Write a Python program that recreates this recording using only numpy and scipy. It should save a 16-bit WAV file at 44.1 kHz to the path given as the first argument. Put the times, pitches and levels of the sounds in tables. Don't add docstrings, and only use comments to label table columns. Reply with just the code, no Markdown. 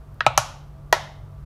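import sys
import numpy as np
from scipy import signal
from scipy.fft import rfft, irfft
from scipy.io import wavfile

SR = 44100
rng = np.random.default_rng(int(sys.argv[2]) if len(sys.argv) > 2 else 0)


def gain_from_db(level_db):
    decades = np.asarray(level_db, float) / 20
    return 10 ** decades


def unload_wav(signal):
    wavfile.write(
        sys.argv[1],
        SR,
        np.round(np.clip(np.atleast_2d(signal).T, -1, 1) * 32767).astype(np.int16),
    )


N = 63945

# start_s, body_db, grit_db, grit_pitch_hz, room_db
SNAPS = [
    (0.2061, -7.5, -22, 4500, -12.5),
    (0.2646, 1, -14, 6200, -13),
    (0.3765, -3, -3, 6400, -9),
    (0.9265, -7, -7.5, 6206, -8.5),
]
# broad_grit_db, grit_top_hz, bottle_air_db, room_tilt_db_per_octave
SNAP_EDGES = [
    (-3, 7700, -49, -1),
    (4, 12000, -20, -1),
    (14, 12000, -22, -0.37),
    (5, 16000, -54, 0.03),
]
# pitch_hz, level_db, t60_s
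PRESS_MODES = [(470, -28, .03), (696, -19, 0.037), (930, -17, 0.029), (1307, -3.5, 0.026),
               (1670, -4, 0.035), (1894, -11.5, 0.048), (2200, -17.5, .015), (2650, -10.5, 0.019),
               (3310, -12, 0.018), (4010, -16.5, 0.022), (4800, -28, 0.044), (6237, -32.5, 0.0061),
               (6500, -27.5, .012), (8300, -39.5, 0.019)]
# pitch_hz, level_db, t60_s
GIVE_MODES = [(575.5, -3.5, 0.02), (842.4, 0.5, 0.02), (1055, -11, 0.036), (1300, -9, 0.06),
              (1750, -16.5, .02), (2446.4, -5, 0.02), (2990, -22.5, 0.053), (3576, -12.5, 0.015),
              (3890, -17, 0.025), (5250, -23.5, 0.022), (6400, -18.5, .012)]
# pitch_hz, level_db, t60_s
STRIKE_MODES = [(582, -10.5, 0.062), (800, 1.5, 0.019), (1143, 2.5, 0.012), (1357, -7, 0.048),
                (1700, -10.5, 0.032), (2355, -11.5, 0.029), (2660, -14, 0.02), (3036, -12, .035),
                (4260, -12, 0.026), (6200, -27, 0.037), (6700, -41, 0.035)]
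# pitch_hz, level_db, t60_s
RELEASE_MODES = [(366, -15, 0.077), (689, 4.5, 0.024), (874, -4, 0.071), (976, 1, 0.029),
                 (1323, -15.5, 0.14), (1455, -6.5, 0.036), (1904, 0, 0.039), (2414, -16, 0.052),
                 (2720, -12, 0.0335), (3328, -9, 0.038), (4100, -14.5, 0.039), (4370, -17.5, 0.0646),
                 (6556, -31, 0.0193)]
# delay_s, level_db
WALL_ECHOES = [(.006, -11), (.039, -23)]
# frequency_hz, t60_s
ROOM_T60 = [(200, 0.18), (600, 0.57), (1400, 0.45), (3700, .5), (7000, 0.38), (11000, 0.39), (15000, -0.05)]
# frequency_hz, level_db
ROOM_COLOUR = [(200, -8), (400, -7), (800, -2), (2000, -0.5), (4000, 4), (6500, -0.5), (10000, 0),
               (14000, 3)]
# pitch_hz, rms_db, wander_db
MOTOR_LINES = [(98.9, -51.5, 4.5), (143.5, -46.5, 1.5), (187, -66.5, 5), (650, -66, 3.66),
               (1163, -70.5, -1)]
# frequency_hz, density_db_per_hz
RUMBLE_SPECTRUM = [(22, -14), (35, -10), (57, 1), (75, -8.5), (110, -11), (130, -8), (170, -20),
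                   (220, -22.5)]
# frequency_hz, density_db_per_hz
AIR_SPECTRUM = [(220, -5), (400, -6.5), (520, -8), (900, -10.5), (1300, -11.5), (1700, -21), (2500, -26.5),
                (8000, -35.5), (16400, -36)]

BODY_LAG_S, CONTACT_HZ, BODY_FLOOR_HZ = 0.0004, 5350, 300
GRIT_S, GRIT_TAIL_S, GRIT_TAIL_DB = 0.0005, 0.006, -5.5
GRIT_WIDTH_HZ, GRIT_BROAD_DB = 1500, -5.5
BOTTLE_HZ, BOTTLE_T60_S, BOTTLE_RISE_S = 125, 0.2, 0.0073
TICK_S, TICK_DB = 0.1440, -40
ECHO_HZ = 1490
EARLY_DB, EARLY_T60_S, ROOM_BUILD_S = 15.5, 0.085, 0.018
SCATTER_HZ = 300
RUMBLE_DB, GUST_DB, AIR_DB = -43, 1.2, -56
CEILING, FADE_S, CUTOFF_HZ = 0.92, 0.012, 16700


def lighter():
    out = np.zeros(N + SR)
    room = room_response()
    mode_sets = (PRESS_MODES, GIVE_MODES, STRIKE_MODES, RELEASE_MODES)
    for event, edge, modes in zip(SNAPS, SNAP_EDGES, mode_sets):
        start_s, body_db, grit_db, grit_hz, room_db = event
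        broad_db, top_hz, air_db, tilt_db = edge
        snap = gain_from_db(body_db) * body(modes)
        snap = snap + gain_from_db(grit_db) * grit(grit_hz, broad_db, top_hz)
        start = int(start_s * SR)
        add_at(out, start, snap)
        add_at(out, start, bottle_air(air_db))
        add_wall_echoes(out, start, snap)
        add_at(out, start, gain_from_db(room_db) * reverberate(snap, room, tilt_db))
    add_at(out, int(TICK_S * SR), gain_from_db(TICK_DB) * np.array([-1, 0.5]))
    return out[:N]


def body(modes):
    contact = np.zeros(SR // 4)
    contact[int(BODY_LAG_S * SR)] = 1
    rings = np.zeros(len(contact))
    for k, (hz, level_db, t60_s) in enumerate(modes):
        sign = (-1) ** k
        rings += sign * gain_from_db(level_db) * ring(contact, hz, t60_s)
    rounded = lowpass(rings, CONTACT_HZ)
    floor = signal.butter(4, BODY_FLOOR_HZ, "high", fs=SR, output="sos")
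    return signal.sosfilt(floor, rounded)


def grit(hz, broad_db, top_hz):
    t = np.arange(SR // 4) / SR
    burst = np.exp(-np.minimum((t / GRIT_S - 1) ** 2, 50))
    tail = gain_from_db(GRIT_TAIL_DB) * np.exp(-t / GRIT_TAIL_S)
    clicks = rng.standard_normal(len(t)) * (burst + tail)
    r = np.exp(-np.pi * GRIT_WIDTH_HZ / SR)
    w = 2 * np.pi * hz / SR
    hood = signal.lfilter([1, 0, -1], [1, -2 * r * np.cos(w), r * r], clicks)
    broad = np.diff(clicks, prepend=0)
    mix = hood / np.abs(hood).max()
    mix = mix + gain_from_db(GRIT_BROAD_DB + broad_db) * broad / np.abs(broad).max()
    return lowpass(lowpass(mix, top_hz), top_hz)


def bottle_air(level_db):
    push = np.zeros(SR // 2)
    push[0] = gain_from_db(level_db)
    swell = 1 - np.exp(-np.arange(SR // 2) / SR / BOTTLE_RISE_S)
    return ring(push, BOTTLE_HZ, BOTTLE_T60_S) * swell


def add_wall_echoes(out, start, snap):
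    dull = lowpass(lowpass(snap, ECHO_HZ), ECHO_HZ)
    for delay_s, level_db in WALL_ECHOES:
        add_at(out, start + int(delay_s * SR), gain_from_db(level_db) * dull)


def room_response():
    t = np.arange(SR // 2 + SR // 4) / SR
    out = np.zeros(len(t))
    edges = 180 * 2 ** np.arange(0, 6.6, 0.5)
    white = rng.standard_normal((2, len(t)))
    for k, (low, high) in enumerate(zip(edges, edges[1:])):
        hz = np.sqrt(low * high)
        band_filter = signal.butter(2, [low, high], "band", fs=SR, output="sos")
        band = signal.sosfilt(band_filter, white[k % 2])
        out += band * gain_from_db(at_hz(ROOM_COLOUR, hz) - 60 * t / at_hz(ROOM_T60, hz))
    early = 1 + gain_from_db(EARLY_DB - 60 * t / EARLY_T60_S)
    build = 1 - np.exp(-t / ROOM_BUILD_S)
    return out * early * build / np.sqrt(SR / 20)


def reverberate(snap, room, tilt_db):
    size = SR + SR // 4
    hz = np.arange(size // 2 + 1) * SR / size + 1
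    total = np.cumsum(np.abs(rfft(snap, size)) ** 2)
    half = 1 + SCATTER_HZ / 2000
    power = np.interp(hz * half, hz, total) - np.interp(hz / half, hz, total)
    power = power / (hz * (half - 1 / half)) * SR / size
    colour = np.sqrt(np.abs(power)) * gain_from_db(tilt_db * np.log2(hz / 1000))
    return irfft(colour * rfft(room, size), size)[:len(room)]


def fan():
    t = np.arange(N) / SR
    lines = np.zeros(N)
    for hz, rms_db, wander_db in MOTOR_LINES:
        level = np.sqrt(2) * gain_from_db(rms_db + wander_db * drift(4))
        phase = rng.uniform(0, 2 * np.pi) + 0.54 * drift(1)
        lines += level * np.sin(2 * np.pi * hz * t + phase)
    return lines


def moving_air():
    rumble = gain_from_db(RUMBLE_DB + GUST_DB * drift(2.5)) * coloured(RUMBLE_SPECTRUM)
    return rumble + gain_from_db(AIR_DB) * coloured(AIR_SPECTRUM)


def add_at(out, start, sound):
    out[start:start + len(sound)] += sound


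def ring(clicks, hz, t60_s):
    r = gain_from_db(-60 / (t60_s * SR))
    w = 2 * np.pi * hz / SR
    return signal.lfilter([0, np.sin(w)], [1, -2 * r * np.cos(w), r * r], clicks + 1e-18)


def lowpass(x, hz):
    return signal.sosfilt(signal.butter(2, min(hz, 0.45 * SR), fs=SR, output="sos"), x)


def rms_one(x):
    return x / np.sqrt(np.mean(x ** 2) + 1e-20)


def at_hz(points, hz):
    table = np.array(points)
    return np.interp(np.log(hz), np.log(table[:, 0]), table[:, 1])


def drift(rate_hz):
    r = np.exp(-80 * np.pi * rate_hz / SR)
    noise = rng.standard_normal(N // 40 + 2002)
    slow = signal.lfilter([1], [1, -2 * r, r * r], noise)[2000:]
    return np.interp(np.arange(N) / 40, np.arange(len(slow)), rms_one(slow - slow.mean()))


def coloured(spectrum):
    hz = np.arange(N // 2 + 1) * SR / N + 1
    inside = (hz > spectrum[0][0]) & (hz < spectrum[-1][0])
    white = rfft(rng.standard_normal(N))
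    return rms_one(irfft(white * gain_from_db(at_hz(spectrum, hz)) * inside, N))


def scene():
    return (lighter() + fan() + moving_air())[None, :]


def low_pass(x):
    return signal.sosfilt(signal.butter(12, 16540, fs=SR, output="sos"), x)


def record(dry):
    held = dry / (1 + (dry / CEILING) ** 8) ** (1 / 8)
    faded = held * np.minimum(np.arange(N)[::-1] / SR / FADE_S, 1)
    top_cut = signal.cheby2(10, 60, CUTOFF_HZ, fs=SR, output="sos")
    finished = signal.sosfilt(top_cut, faded)
    return low_pass(finished)


dry = scene()
out = record(dry)
unload_wav(out)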